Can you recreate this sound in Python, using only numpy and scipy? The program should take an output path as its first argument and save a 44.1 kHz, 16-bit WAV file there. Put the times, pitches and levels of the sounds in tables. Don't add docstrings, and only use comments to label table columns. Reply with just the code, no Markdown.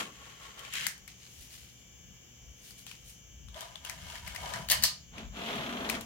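import sys
import numpy as np
from scipy import signal
from scipy.fft import rfft, irfft, next_fast_len
from scipy.io import wavfile
from scipy.ndimage import map_coordinates

SR = 44100
rng = np.random.default_rng(int(sys.argv[2]) if len(sys.argv) > 2 else 0)


def dump(signal):
    limited = np.clip(np.atleast_2d(signal).T, -1, 1)
    pcm = np.round(limited * 32767).astype(np.int16)
    wavfile.write(sys.argv[1], SR, pcm)


N = 266805

# centre_hz, width_hz, level_db
SLOT_MODES = [(653, 73, 4), (987, 58, 9), (1225, 12, 5.5)]


def amp(db):
    return 10 ** (np.asarray(db) / 20)


def unit(x):
    return x / np.sqrt(np.mean(x ** 2) + 1e-20)


def along(points, hz):
    f, v = np.transpose(points)
    return np.interp(np.log(hz + 1), np.log(f + 1), v)


def curves(rows):
    s, level_db, *cols = np.transpose(rows)
    t = np.arange(N) / SR
    level_track = np.interp(t, s, level_db, -150, -150)
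    return [level_track] + [np.interp(t, s, c) for c in cols]


def strokes(rows):
    t = np.arange(N) / SR
    power = 0
    for s, rise_s, hold_s, fall_s, *levels_db in rows:
        before = np.maximum((s - t) / max(rise_s, 1e-3), 0)
        after = np.maximum((t - s - hold_s) / max(fall_s, 1e-3), 0)
        stroke_db = np.array(levels_db)[:, None] - 10 * (before + after)
        power = power + amp(2 * stroke_db)
    return np.sqrt(power)


def wobble(rate_hz):
    knots = rng.standard_normal(int(N * rate_hz / SR) + 4)
    return map_coordinates(knots, [np.arange(N) * rate_hz / SR])


def filtered(x, response):
    n = x.shape[-1]
    m = next_fast_len(n + 8192)
    return irfft(rfft(x, m) * response(np.fft.rfftfreq(m, 1 / SR)), m)[..., :n]


def modes(table):
    def response(f):
        total = 0
        for k, (centre, width, db) in enumerate(table):
            total = total + (-1) ** k * amp(db) * 1j * f * width / (centre ** 2 - f * f + 1j * f * width)
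        return total
    return response


def band(lo_hz, hi_hz):
    return lambda f: 1 / np.sqrt((1 + (lo_hz / (f + 1)) ** 6) * (1 + (f / hi_hz) ** 6))


def noise(response, alike, lag=0., grit_db=0., grit_rate=300.):
    mid, side = rng.standard_normal((2, N)) * amp(grit_db * wobble(grit_rate))
    turn = np.arccos(np.clip(alike, -1, 1)) / 2
    left = np.cos(turn) * mid + np.sin(turn) * side
    right = np.cos(turn) * mid - np.sin(turn) * side
    late = lambda f: np.exp(1j * np.pi * f * np.array([[1], [-1]]) * lag / SR)
    return unit(filtered(np.array([left, right]), lambda f: response(f) * late(f)))


def add(track, s, sound, peak_db):
    track[..., round(s * SR):][..., :sound.shape[-1]] += amp(peak_db) * sound / np.abs(sound).max()


def hit(t60_s, response, pan_db, lag, wet_db):
    # freq_hz, t60_s
    room_t60 = [(200, 0.55), (2000, 0.26), (5000, .3), (14000, 0.16)]
    contact_s, gather_s = .0016, .003
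    t = np.arange(SR // 3) / SR
    decay = amp(-60 * t / max(t60_s, .002))
    puff = rng.standard_normal(len(t)) * decay * (1 - np.exp(-t / contact_s))
    side = np.array([[1], [-1]])
    delay = lambda f: np.exp(-2j * np.pi * f * (8 - side * lag / 2) / SR)
    direct = filtered(puff * amp(side * pan_db / 2), delay)
    hz, when, z = signal.stft(rng.standard_normal((2, len(t))), SR, nperseg=256)
    room_decay = amp(-60 * when / along(room_t60, hz)[:, None])
    tail = signal.istft(z * room_decay, SR, nperseg=256)[1][:, :len(t)]
    tail = tail * (1 - np.exp(-t / gather_s))
    wet = amp(wet_db) * tail * np.linalg.norm(puff) / np.linalg.norm(tail[0])
    return filtered(direct + wet, response)


def computer():
    # freq_hz, relative_density_db
    air_spectrum = [(150, -9), (250, 0.5), (538, -8.5), (775, -9), (890, -12.5), (1700, -13), (1820, -13.5),
                    (2240, -7.5), (2570, -9), (2960, 0), (4050, -17), (6590, -1), (7440, -8.5),
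                    (8260, -29.5), (16000, -12)]
    # freq_hz, level_db
    fan_tones = [(59, -78.5), (118.4, -67.5), (505, -81), (1674, -81.5), (1922, -86.5), (2309, -73),
                 (3079, -70), (3461, -77)]
    orders = (8, 10, 14, 16, 17, 18, 19, 20, 22)
    whine_db = [-77, -91.5, -96, -71.5, -80, -68, -80, -68.5, -84.5]
    spin_hz = 357.5
    air = noise(lambda f: amp(along(air_spectrum, f)), alike=0.42, lag=3.94)
    out = amp(-58.5 + 0.81 * wobble(2.76)) * air
    t = np.arange(N) / SR
    whine = [(k * spin_hz, db) for k, db in zip(orders, whine_db)]
    for hz, db in whine + fan_tones:
        channel_phase = np.array([[0], [min(hz / 1500, 1.2)]])
        phase = 2 * np.pi * hz * t + 0.62 * wobble(6) + rng.uniform(0, 2 * np.pi) + channel_phase
        out += np.sqrt(2) * amp(db + 2.0 * wobble(4.89)) * np.sin(phase)
    return out


def desk():
    # peak_s, shudder_db, panel_db
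    swells = [(0.0, -66, -55), (0.88, -70, -58.5), (1.43, -57.5, -77), (2.12, -56.5, -60), (2.49, -56, -86),
              (3.06, -58, -64.5), (3.5, -51, -59), (4.05, -50.5, -55.5), (4.3, -48, -59.5),
              (4.46, -48, -57.5), (4.6, -62, -47.5), (4.819, -43.5, -47.5), (5.192, -53.5, -57),
              (5.3, -44.5, -54.5), (5.6, -57, -46), (5.98, -47.5, -53)]
    # shudder_db, panel_db
    rest_db = (-64.5, -66)
    rise_s, fall_s = 0.17, 0.07
    low = noise(lambda f: band(53, 74)(f) ** 2, alike=0.81, grit_db=-2.0, grit_rate=14)
    panel_modes = modes([(130, 35, 0), (195, 50, -2)])
    panel = noise(lambda f: panel_modes(f) * band(95, 300)(f), alike=0.9)
    swelling = strokes([(s, rise_s, 0, fall_s, *db) for s, *db in swells])
    shudder, drumming = np.hypot(swelling, amp(rest_db)[:, None])
    return shudder * low + drumming * panel


def drag():
    # time_s, level_db, boom_rel_db
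    path = [(5.1, -81, -3), (5.135, -60, -3), (5.186, -48.5, 0.5), (5.25, -56, 2), (5.31, -68, -2),
            (5.366, -46, -3), (5.5, -39.5, -6.5), (5.75, -43, 1.2), (5.96, -40, -3.5), (6.05, -56, 4)]
    # time_s, slips_per_s
    slip_rate = [(5.101, 42), (5.498, 44), (5.698, 30), (5.799, 25), (6.05, 12.5)]
    # freq_hz, relative_density_db
    scrape_spectrum = [(600, -15), (1100, -13), (1800, -4), (3290, 2), (4930, -13), (6300, -14),
                       (8000, -22.5), (10400, -56), (17600, -120)]
    # centre_hz, width_hz, level_db
    board_modes = [(411, 13.3, -2), (673, 45, 6), (1170, 400, -24)]
    # centre_hz, width_hz, level_db
    box_modes = [(225, 37, 0)]
    board_db, hiss_db = 1, -17
    hiss_growth = 0.13
    level_db, boom_db = curves(path)
    s, rate = np.transpose(slip_rate)
    rate = np.interp(np.arange(N) / SR, s, rate)
    cycle = (np.cumsum(rate) / SR + .35 + .08 * wobble(46)) % 1
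    slip = unit(amp(-250 / rate * cycle))
    scrape = slip * noise(lambda f: amp(along(scrape_spectrum, f)), alike=0.057, lag=11.5,
                          grit_db=-0.5, grit_rate=300)
    board = noise(lambda f: modes(board_modes)(f) + amp(-5) * band(300, 1700)(f), alike=0.74, lag=9.6,
                  grit_db=1.0, grit_rate=42)
    boom = noise(lambda f: modes(box_modes)(f) * band(170, 450)(f), alike=0.96, grit_db=0.5, grit_rate=71)
    hiss = noise(band(9500, 11400), alike=0.13)
    hiss_gain = amp(hiss_db + hiss_growth * (level_db - level_db.max()))
    return amp(level_db) * (scrape + amp(board_db) * board + amp(boom_db) * boom + hiss_gain * hiss)


def fingers():
    # peak_s, rise_s_per_10db, hold_s, fall_s_per_10db, hiss_db, shell_db
    swishes = [(1.085, .004, 0.0042, 0.053, -73, -54), (1.22, .02, .01, 0.093, -95, -56),
               (1.42, 0.17, 0.028, 0.069, -54, -64), (1.53, 0.022, 0.0013, 0.15, -52, -53),
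               (2.66, 0.057, 0.047, 0.05, -54.5, -59), (2.79, 0.022, 0.0012, 0.046, -52, -64),
               (2.87, 0.0073, 0.046, 0.063, -57, -52), (3.09, 0.034, 0.009, 0.049, -50.5, -74)]
    on_hiss, on_shell = strokes(swishes)
    hiss = noise(band(2400, 13000), alike=0.16, lag=2.9, grit_db=1.5)
    shell = noise(band(1740, 6000), alike=0.059, grit_db=4.0)
    return on_hiss * hiss + on_shell * shell


def hollow(body):
    return noise(lambda f: modes(body)(f) + amp(-7.5) * band(400, 1500)(f), alike=0.29, lag=11,
                 grit_db=2.5, grit_rate=60)


def rub(table, body, below, hiss_db):
    on_shell, on_hollow = strokes(table)
    shell = noise(lambda f: modes(body)(f) + amp(-6.5) * band(1400, 7000)(f), alike=0.099, lag=2.8,
                  grit_db=2.0, grit_rate=300)
    hiss = noise(band(10400, 12000), alike=0.28, lag=4.3, grit_db=1.5, grit_rate=600)
    return on_shell * (shell + amp(hiss_db) * hiss) + on_hollow * hollow(below)


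def scuffs():
    # peak_s, rise_s_per_10db, hold_s, fall_s_per_10db, shell_db, desk_top_db
    scuff_rows = [(0.0, .01, 0, 0.044, -34.5, -34.5), (0.25, 0.32, 0.026, 0.4, -53.5, -57.5),
                  (0.43, 0.037, 0.0046, 0.12, -49.5, -53), (0.585, 0.026, 0.1, 0.035, -50.5, -54.5),
                  (0.748, 0.024, 0.097, 0.04, -35.5, -55.5)]
    # centre_hz, width_hz, level_db
    flat_shell = [(1880, 710, -2), (3120, 350, 7.5), (3800, 830, -9), (6060, 800, -1), (7500, 400, -12)]
    # centre_hz, width_hz, level_db
    desk_top = [(449, 26, -7), (1107, 42, 7), (1400, 24, -0.5)]
    return rub(scuff_rows, flat_shell, desk_top, hiss_db=-18.5)


def pushes():
    # peak_s, rise_s_per_10db, hold_s, fall_s_per_10db, shell_db, slot_db
    push_rows = [(3.57, .02, 0.042, 0.11, -48.5, -48.5), (3.855, 0.015, 0.0097, 0.089, -46, -48.5),
                 (4.1, 0.15, 0.081, 0.032, -46.5, -54), (4.28, 0.055, 0.01, .06, -46.5, -57),
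                 (4.45, 0.14, 0.13, 0.081, -44.5, -44.5)]
    # centre_hz, width_hz, level_db
    held_shell = [(1630, 280, -3.5), (2190, 38, 7.5), (3040, 330, -0.5), (4530, 30, -26), (6900, 12, -23)]
    return rub(push_rows, held_shell, SLOT_MODES, hiss_db=-13.5)


def squeaks():
    # start_s, length_s, pitch_hz, level_db
    moans = [(3.555, 0.03, 644, -50.5), (4.092, 0.025, 930, -52), (4.217, 0.064, 960, -56),
             (4.439, 0.015, 778, -44.5)]
    out = np.zeros((2, N))
    for s, length_s, hz, db in moans:
        swell = np.sin(np.linspace(0, np.pi, round(length_s * SR))) ** 0.66
        moan = filtered(rng.standard_normal(len(swell)), lambda f: modes([(hz, 90, 0)])(f) ** 2)
        out[:, round(s * SR):][:, :len(swell)] += amp(db) * swell * unit(moan)
    return out


def ticks():
    # start_s, peak_db, crack_rel_ring_db, ring_hz
    contacts = [(0.0014, -26, -15, 2670), (0.5916, -30.5, -13, 3220), (0.6487, -32, -36, 2600),
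                (0.736, -21, -17, 2610), (0.866, -11, -8.5, 1900), (0.978, -40, -6, 3100),
                (1.077, -29.5, -12, 2220), (2.707, -35, -8, 4670), (2.8652, -30.5, -15, 3060),
                (2.913, -33.5, -30, 2700), (3.484, -38, -28, 3450), (3.543, -33.5, -32, 3400),
                (3.6066, -25.5, -10, 3380), (3.6166, -30.5, -32, 3860), (3.7556, -28, -52, 3220),
                (3.8486, -25, -16, 3000), (3.896, -20.5, -14, 1960), (4.0986, -30, -21, 3000),
                (4.1545, -26.5, -26, 2070), (4.276, -24.5, -15, 2080), (4.348, -27.5, -21, 1860),
                (4.3598, -23.5, -22, 2140), (4.5366, -21.5, -37, 1630), (4.5586, -26.5, -34, 1860),
                (5.1812, -31.5, -36, 2450), (5.557, -35, -5, 5000), (5.8894, -22.5, -36, 4130),
                (5.897, -14, -10.5, 2380), (5.9255, -28.5, -36, 1970), (5.9504, -23.5, -37, 1980),
                (6.0091, -28, -9, 2730)]
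    # start_s, peak_db, t60_s
    thud = (0.0012, -38.5, 0.44)
    out = np.zeros((2, N + SR))
    for s, db, crack_db, ring_hz in contacts:
        ring = lambda f: modes([(ring_hz, 900, 0)])(f) ** 2 + amp(-10.5) * band(800, 6500)(f)
        body = lambda f: ring(f) + amp(crack_db) * band(5000, 17000)(f)
        add(out, s, hit(.014, body, pan_db=14, lag=4.16, wet_db=-0.5), db)
    s, db, t60_s = thud
    add(out, s, hit(t60_s, band(190, 265), pan_db=-2.0, lag=6.9, wet_db=-24), db)
    return out[:, :N]


def latch():
    # start_s, peak_db, crack_db, frame_rel_plate_db
    blows = [(4.686, -20, -2, 6), (4.699, -8, -16, -8), (4.709, -11, -5, 9), (4.7133, -7.5, 12, 10),
             (4.718, -6.5, 4, 16), (4.7236, -23.5, 3, 1), (4.8235, -18, -12, -8), (4.83, -19.5, 17, 20.5),
             (4.8364, -1, -7.5, -8), (4.8388, -12, -3, 4.5), (4.851, -14, -30, -7)]
    # centre_hz, width_hz, level_db
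    plate_modes = [(4400, 410, 4), (5280, 240, 6), (6000, 220, -4), (7100, 120, -21), (7360, 68, -12),
                   (9600, 100, -28), (11800, 59, -6)]
    # centre_hz, width_hz, level_db
    frame_modes = [(1845, 200, -1), (2210, 54, 4), (2970, 190, 1)]
    plate_pan_db, crack_pan_db = -0.5, 1.5
    slot_db = -8
    out = np.zeros((2, N + SR))
    plate = lambda f: modes(plate_modes)(f) + amp(-6.5) * band(3500, 8000)(f)
    frame = lambda f: modes(frame_modes)(f) + amp(-8) * band(1400, 3500)(f) + amp(slot_db) * modes(SLOT_MODES)(f)
    side = np.array([[.5], [-.5]])
    for s, db, crack_db, frame_db in blows:
        metal = lambda f: amp(side * plate_pan_db) * (plate(f) + amp(frame_db) * frame(f))
        crack = lambda f: amp(crack_db + side * crack_pan_db) * band(7500, 17000)(f)
        add(out, s, hit(.011, lambda f: metal(f) + crack(f), pan_db=6.5, lag=3.34, wet_db=-1.5), db)
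    return out[:, :N]


def scene():
    background = computer() + desk()
    disk = scuffs() + fingers() + pushes() + squeaks()
    panned = (background + disk) * amp([[1.4], [-1.4]])
    return panned + drag() * amp([[.8], [-.8]]) + ticks() + latch()


def record(dry):
    top_hz = 16000
    return filtered(dry, lambda hz: hz < top_hz)


dry = scene()
out = record(dry)
dump(out)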